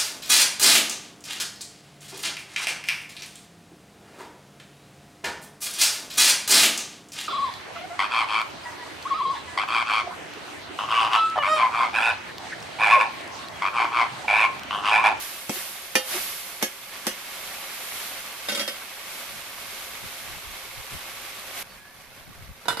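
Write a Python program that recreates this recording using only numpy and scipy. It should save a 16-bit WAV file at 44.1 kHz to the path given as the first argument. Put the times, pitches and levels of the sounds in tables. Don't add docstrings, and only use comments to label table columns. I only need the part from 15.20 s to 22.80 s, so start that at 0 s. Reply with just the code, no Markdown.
import sys
import numpy as np
from scipy import signal
from scipy.fft import rfft, irfft, next_fast_len
from scipy.io import wavfile
from scipy.ndimage import map_coordinates

SR = 44100
rng = np.random.default_rng(int(sys.argv[2]) if len(sys.argv) > 2 else 0)


def file_out(sig):
    cols = np.atleast_2d(sig).T
    lim = np.clip(cols, -1, 1)
    pcm = np.round(lim * 32767).astype(np.int16)
    wavfile.write(sys.argv[1], SR, pcm)


N = 335153

# freq_hz, density_db_per_hz
BUBBLE_SPECTRUM = [(60, -13), (150, -13.5), (250, -8), (450, -5), (700, -4), (1200, -1.5), (2300, -1.5),
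                   (3500, -2.5), (5000, -7), (7000, -11), (14000, -12)]
# freq_hz, density_db_per_hz
SPRAY_SPECTRUM = [(1000, -24), (3000, 1), (5000, 2), (6500, 0.5), (7800, -0.5), (8800, -1.5), (9400, 3.5),
                  (11300, 5), (12500, 4.5), (14300, 1.5)]
# freq_hz, density_db_per_hz
GRAVY_SPECTRUM = [(100, -11), (200, -11), (300, -13.5), (530, -11.5), (1000, -11), (1800, -10), (2600, -13),
                  (4500, -15.5), (6000, -19), (8200, -23), (10000, -19), (14300, -20)]
# centre_hz, width_hz, gain_db
BOWL_RESONANCES = [(198, 16, 4), (319, 25, -6), (340, 35, 1), (481, 26, -15), (531, 50, 5.5),
                   (710, 140, 2.5), (1144, 35, 5), (1310, 46, -1), (1564, 37, 0.5), (2174, 180, 4),
                   (2580, 69, 3)]
# freq_hz, correlation (no unit)
EAR_LIKENESS = [(60, 0.98), (150, 1), (330, 0.89), (700, 0.71), (1400, 0.57), (3000, 0.28), (6000, 0),
                (14000, 0.044)]
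# freq_hz, left_minus_right_db
EAR_BALANCE = [(60, -7), (130, -3.5), (290, -0.5), (640, 0), (1410, -1.5), (3100, -1.5), (6820, -2),
               (15000, -4)]
# peak_s, peak_db, rise_sigma_s
SPRAY_FLARES = [(.01, -35.5, .03), (.36, -34.5, 0.044), (0.959, -30.5, 0.075), (2.3, -41.5, 0.22),
                (2.85, -38, 0.33), (3.3, -45, .15), (3.98, -41.5, 0.11), (4.601, -43, .2),
                (4.981, -45.5, .15), (5.72, -45.5, .015), (6.05, -48.5, 0.08), (6.39, -38, .03)]
# start_s, clash_db, thud_db, pan_ring_db, brightness_db_per_octave, thud_centre_hz
HELD_KNOCKS = [(.2945, -24.5, -21.5, -55, 1, 230), (.7540, -12.5, -20.5, -19, -1.6, 480),
               (1.4263, -15.5, -19.5, -33, 1.5, 367), (1.868, -17, -22.5, -36, 0.5, 430)]
# start_s, clash_db
RIM_BOUNCES = [(3.285, -22.5), (3.2946, -25.5), (3.3196, -25.5), (3.348, -23.5), (3.3744, -26),
               (3.394, -22.5), (3.4108, -27.5), (3.477, -24)]
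# freq_hz, relative_db, t60_s
PAN_MODES = [(196, -23, 0.17), (518.3, -2.5, 0.31), (827, -9, 0.37), (1300, -20, 0.18), (1780, -3.5, 0.31),
             (1910, -1, .13), (2120, -3, 0.17), (2196, -10, .12), (2320, -20, 0.12), (2838, 4.5, 0.25),
             (3160, 0, 0.28), (3660, -11, 0.4), (4410, -4, 0.16), (4963, -35, .14), (5100, -5.5, 0.14),
             (5470, -20, .1), (5930, -26, .1), (9840, 1, 0.15)]
# freq_hz, relative_db, t60_s
BLADE_MODES = [(212.2, -5, 0.36), (569.5, -3, 0.32), (591, -8, 0.36), (1343, -3.5, 0.16), (1534, -2, 0.25),
               (2210, -1, 0.25), (2747, -11, 0.16), (3270, 3.5, 0.36), (3680, -12, 0.1), (3682, 7, 0.12),
               (3920, -1.5, 0.15), (4310, 1, 0.13), (4500, -5, .14), (4876, 2, 0.22), (5100, 6, 0.098),
               (4870, -12, .11), (5400, -17, 0.13), (6800, -6, 0.18), (9420, -2.5, 0.22)]
# freq_hz, relative_db, t60_s
THUD_MODES = [(161, -9, 0.068), (210.5, 1.5, 0.083), (245, -2.5, 0.1), (298, -0.5, 0.103), (363, -2, 0.14),
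              (457, -0.5, 0.069), (533.6, -1, 0.15), (617, -3, 0.1), (724, -5.5, 0.15), (865, 5.5, 0.042),
              (1075, 2.5, 0.027), (1272, 4.5, 0.02)]
# freq_hz, density_db_per_hz
CLASH_SPECTRUM = [(100, -38), (300, -6), (900, -5), (2100, 3), (3500, 1.5), (4400, -4), (5600, 4.5),
                  (7500, -3), (11000, -2.5), (14500, -6)]
# centre_s, sigma_s, rasp_db, groan_db
BLADE_STROKES = [(0.371, 0.018, -46, -40.5), (0.961, 0.039, -34, -34.5), (1.422, 0.0056, -33, -42),
                 (1.863, 0.0046, -37, -42), (6.386, 0.042, -42, -68)]
# freq_hz, density_db_per_hz
RASP_SPECTRUM = [(300, -20), (550, 0), (900, 3), (2100, 4), (3200, -3), (5000, -8), (8000, -3),
                 (14000, -27)]
# start_s, clash_db
DISH_CLANKS = [(7.456, -37), (7.483, -16), (7.505, -27.5), (7.528, -30), (7.571, -26.5), (7.597, -21.5)]
# freq_hz, relative_db, t60_s
DISH_MODES = [(458, -14, 0.51), (556, -8, 0.48), (690, -6.5, 0.17), (972, 1, 0.37), (994, -4, 0.19),
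              (1110, -15, 0.14), (1328, -3, 0.21), (1410, 6, 0.092), (1520, 2, 0.21), (2010, -9.5, 0.38),
              (2300, -16, 0.38), (2550, -15, 0.17), (2917, -3, 0.27), (3700, -8, 0.12), (3790, -7, 0.24),
              (4070, -15, 0.17), (4770, -15, .15), (5153, -5, 0.14)]
# freq_hz, density_db_per_hz
TINNY_SPECTRUM = [(150, 1), (450, -13), (950, 5.5), (1450, 2), (1750, 0.5), (2900, -5.5), (3900, 2),
                  (5200, -8), (7000, -10), (10000, -9), (14000, -15)]
# centre_s, sigma_s, start_hz, end_hz, level_db
WHISTLE_GLIDES = [(6.52, 0.028, 4450, 4570, -57), (6.664, 0.062, 1634, 1774, -53.5)]
# centre_s, fifth_of_length_s, level_db, upper_edge_hz
AIR_PUFFS = [(4.149, 0.035, -51, 220), (4.85, 0.016, -43.5, 170), (5.121, 0.069, -50.5, 149),
             (5.297, 0.04, -47.5, 70), (5.59, 0.016, -40.5, 81), (5.744, 0.019, -39.5, 168),
             (7.095, 0.022, -47, 220), (7.222, 0.044, -45, 99), (7.307, .014, -39.5, 104)]

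SIMMER_START_S, SIMMER_DB, FADE_S = 6.432, -46, 0.0056
BUBBLING_DB, SPRAY_DB = -40.5, -43
TURN_S, TURN_DB, TURN_RISE_S = 1.694, 3.5, 0.045
DRYING_DB_PER_S = 31
FLARE_BUBBLES_DB = -9
SPIT_DB = -16
HELD_RING_DB, FREE_RING_DB = -18, -3.5
BOUNCE_THUD_DB, BOUNCE_PAN_DB = -9.5, -10
BOUNCE_THUD_HZ, BOUNCE_BRIGHT_DB_PER_OCTAVE = 230, -1
SKID_S = 0.00094
PORT_LAG_S = 0.00006
GROAN_HZ, GROAN_SHARE = 364.5, 0.34
DISH_RING_DB, DISH_THUD_DB = -4, -36.5
FIRE_DB = -67.5
BREEZE_S, BREEZE_DB, BREEZE_SWING_DB = 4.05, -61, 3.5
TOP_HZ = 14290


def sizzle():
    flare = flares()
    turned = np.clip((clock() - TURN_S) / TURN_RISE_S + 0.5, 0, 1)
    steady_power = amp(BUBBLING_DB + TURN_DB * turned) ** 2
    bubbling_db = 10 * np.log10(steady_power + amp(FLARE_BUBBLES_DB) ** 2 * flare)
    spray_db = 10 * np.log10(amp(SPRAY_DB) ** 2 + flare)
    activity = amp(spray_db - np.median(spray_db))

    bubble_pops = flickering(bursts(9000 * activity, spread_db=2.5), depth_db=2)
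    bubbles = amp(bubbling_db + 0.62 * wobble(30)) * placed(bubble_pops, in_bowl(BUBBLE_SPECTRUM))
    spray_pops = flickering(bursts(22000 * activity, spread_db=1.5), depth_db=3.5)
    spray = amp(spray_db + 0.39 * wobble(29)) * placed(spray_pops, in_bowl(SPRAY_SPECTRUM))
    spits = amp(bubbling_db + SPIT_DB) * placed(bursts(72, spread_db=2), in_bowl(CLASH_SPECTRUM))
    return bubbles + spray + spits


def flares():
    power = np.zeros(N)
    for peak_s, peak_db, rise_s in SPRAY_FLARES:
        drying = amp(-DRYING_DB_PER_S * np.maximum(clock() - peak_s, 0))
        shape = np.where(clock() < peak_s, swell(peak_s, rise_s), drying)
        power += (amp(peak_db) * shape) ** 2
    return power


def simmer():
    pops = flickering(bursts(3000, spread_db=0.5), depth_db=3)
    return amp(SIMMER_DB + 1.2 * wobble(16)) * placed(pops, in_bowl(GRAVY_SPECTRUM))


def spatula():
    track = np.zeros((2, N))
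    for start_s, clash_db, thud_db, pan_db, bright_db, centre_hz in HELD_KNOCKS:
        blade_db = clash_db + HELD_RING_DB
        add(track, start_s, contact(clash_db, thud_db, pan_db, blade_db, bright_db, centre_hz))
    for start_s, clash_db in RIM_BOUNCES:
        sound = contact(clash_db, clash_db + BOUNCE_THUD_DB, clash_db + BOUNCE_PAN_DB,
                        clash_db + FREE_RING_DB, BOUNCE_BRIGHT_DB_PER_OCTAVE, BOUNCE_THUD_HZ)
        attack = 1 - np.exp(-np.arange(sound.shape[1]) / SR / SKID_S)
        add(track, start_s, sound * attack)
    return filtered(track, lambda hz: np.exp(1j * np.pi * PORT_LAG_S * np.outer([-1, 1], hz)))


def contact(clash_db, thud_db, pan_db, blade_db, bright_db, centre_hz):
    sound = amp(thud_db) * thud(centre_hz)
    pan_ring = amp(pan_db) * ring(PAN_MODES, scatter_db=2.5)
    blade_ring = amp(blade_db) * ring(BLADE_MODES, scatter_db=1.5)
    sound += amp([[-1.3], [1.3]]) * (pan_ring + blade_ring)
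    clash = smack(CLASH_SPECTRUM, bright_db, t60=0.012, tail_db=-3, tail_t60=0.17, ridges_db=9)
    add(sound, 0, amp(clash_db) * clash)
    return sound


def scrapes():
    rasp = placed(bursts(1800, spread_db=3), in_bowl(RASP_SPECTRUM))
    groan = tone(GROAN_HZ * (1 + 0.06 * wobble(200)))
    track = np.zeros((2, N))
    for centre_s, sigma_s, rasp_db, groan_db in BLADE_STROKES:
        track += amp(rasp_db) * swell(centre_s, sigma_s) * rasp
        track += amp(groan_db) * swell(centre_s, GROAN_SHARE * sigma_s) * groan
    return track


def dish():
    track = np.zeros((2, N))
    for start_s, clash_db in DISH_CLANKS:
        clash = smack(TINNY_SPECTRUM, 0, t60=0.011, tail_db=-6.5, tail_t60=0.22, ridges_db=7.5)
        add(track, start_s, amp(clash_db + DISH_RING_DB) * ring(DISH_MODES, scatter_db=1))
        add(track, start_s, amp(clash_db) * clash)
        add(track, start_s, amp(DISH_THUD_DB) * thud(centre_hz=480))
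    return track * amp([[-1.9], [1.9]])


def whistles():
    track = np.zeros(N)
    for centre_s, sigma_s, start_hz, end_hz, level_db in WHISTLE_GLIDES:
        glide_s = [centre_s - 2 * sigma_s, centre_s + 2 * sigma_s]
        pitch_hz = np.interp(clock(), glide_s, [start_hz, end_hz])
        wavering = tone(pitch_hz * (1 + 0.012 * wobble(160)))
        track += amp(level_db) * swell(centre_s, sigma_s) * wavering
    return track


def air():
    fire = amp(FIRE_DB) * low_noise(N, edge_hz=170)
    onset = np.clip((clock() - BREEZE_S) / 0.1, 0, 1)
    breeze = onset * amp(BREEZE_DB + BREEZE_SWING_DB * wobble(10))
    track = fire + breeze * low_noise(N, edge_hz=147)
    for centre_s, fifth_s, level_db, edge_hz in AIR_PUFFS:
        shape = np.hanning(int(5 * fifth_s * SR))
        puff = amp(level_db) * shape * low_noise(len(shape), edge_hz)
        add(track, centre_s - len(shape) / SR / 2, puff)
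    return track * amp([[2.5], [-2.5]])


def low_noise(size, edge_hz):
    noise = rng.standard_normal((2, size))
    return unit(filtered(noise, lambda hz: hz / np.hypot(hz, 35) / np.sqrt(1 + (hz / edge_hz) ** 6)))


def bursts(rate, spread_db):
    happens = rng.random((2, N)) < rate / SR
    sign = rng.choice([-1, 1], (2, N))
    return unit(happens * sign * amp(spread_db * rng.standard_normal((2, N))))


def flickering(pops, depth_db):
    patches = signal.stft(pops, nperseg=512)[2]
    gains = amp(depth_db * rng.standard_normal(patches.shape[1:]))
    return signal.istft(patches * gains, nperseg=512)[1][:, :N]


def in_bowl(spectrum):
    def colour(hz):
        level_db = along(spectrum, hz)
        for centre_hz, width_hz, gain_db in BOWL_RESONANCES:
            level_db = level_db + gain_db / (1 + (2 * (hz - centre_hz) / width_hz) ** 2)
        return level_db
    return colour


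def thud(centre_hz):
    modes = [(hz, db - 2.3 * abs(np.log2(hz / centre_hz)), t60) for hz, db, t60 in THUD_MODES]
    return ring(modes, scatter_db=1)


def ring(modes, scatter_db):
    t = np.arange(SR // 2) / SR
    hz, db, t60 = np.transpose(modes)[..., None]
    size = amp(db + scatter_db * rng.standard_normal(hz.shape))
    apart = np.arccos(np.clip(along(EAR_LIKENESS, hz), 0, 1)) / 2 * rng.choice([-1, 1], hz.shape)
    phase = 2 * np.pi * (hz * t + rng.random(hz.shape))
    fading = size / np.linalg.norm(size) * decay(t, t60)
    return np.sqrt(2) * np.array([(fading * np.sin(phase + ear * apart)).sum(0) for ear in (-1, 1)])


def smack(spectrum, tilt_db, t60, tail_db, tail_t60, ridges_db):
    t = np.arange(SR // 3) / SR
    grid_hz = np.arange(0, SR / 2, 30)
    ridges = np.column_stack([grid_hz, ridges_db * rng.standard_normal(len(grid_hz))])

    def crack_colour(hz):
        return along(spectrum, hz) + tilt_db * np.log2(hz / 4000 + 0.076)

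    def tail_colour(hz):
        return crack_colour(hz) + along(ridges, hz) - np.log2(1 + hz / 4000)

    crack = placed(rng.standard_normal((2, len(t))), crack_colour)
    tail = placed(rng.standard_normal((2, len(t))), tail_colour)
    return crack * decay(t, t60) + amp(tail_db) * tail * decay(t, tail_t60)


def placed(pair, colour):
    def mid_side(hz):
        turn = np.arccos(np.clip(along(EAR_LIKENESS, hz), 0, 1)) / 2
        return amp(colour(hz)) * [np.cos(turn), np.sin(turn)]

    mid, side = filtered(pair, mid_side)
    stereo = np.array([mid + side, mid - side])
    return unit(filtered(stereo, lambda hz: amp(np.outer([0.5, -0.5], along(EAR_BALANCE, hz)))))


def tone(hz):
    return np.sqrt(2) * np.sin(2 * np.pi * np.cumsum(hz) / SR)


def decay(t, t60):
    return np.exp(-np.log(1000) * t / t60)


def swell(centre_s, sigma_s):
    return np.exp(-0.5 * ((clock() - centre_s) / sigma_s) ** 2)


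def wobble(rate):
    return map_coordinates(rng.standard_normal(int(N * rate / SR) + 4), [clock() * rate])


def clock():
    return np.arange(N) / SR


def amp(db):
    return 10 ** (np.asarray(db) / 20)


def unit(x):
    return x / np.sqrt(np.mean(x ** 2) + 1e-20)


def along(points, hz):
    f, v = np.transpose(points)
    return np.interp(np.log(hz + 1), np.log(f + 1), v)


def filtered(x, response):
    size = x.shape[-1]
    m = next_fast_len(size + SR // 8)
    return irfft(rfft(x, m) * response(np.fft.rfftfreq(m, 1 / SR)), m)[..., :size]


def add(track, start_s, sound):
    part = track[:, round(start_s * SR):][:, :sound.shape[1]]
    part += sound[:, :part.shape[1]]


def scene():
    frying = np.clip((SIMMER_START_S - clock()) / FADE_S, 0, 1)
    food = frying * (sizzle() + scrapes()) + (1 - frying) * simmer()
    high_pass = signal.butter(2, 130, "high", fs=SR, output="sos")
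    knocks = signal.sosfilt(high_pass, spatula() + dish())
    return food + knocks + whistles() + air()


def record(dry):
    return filtered(dry, lambda hz: hz < TOP_HZ)


dry = scene()
out = record(dry)
file_out(out)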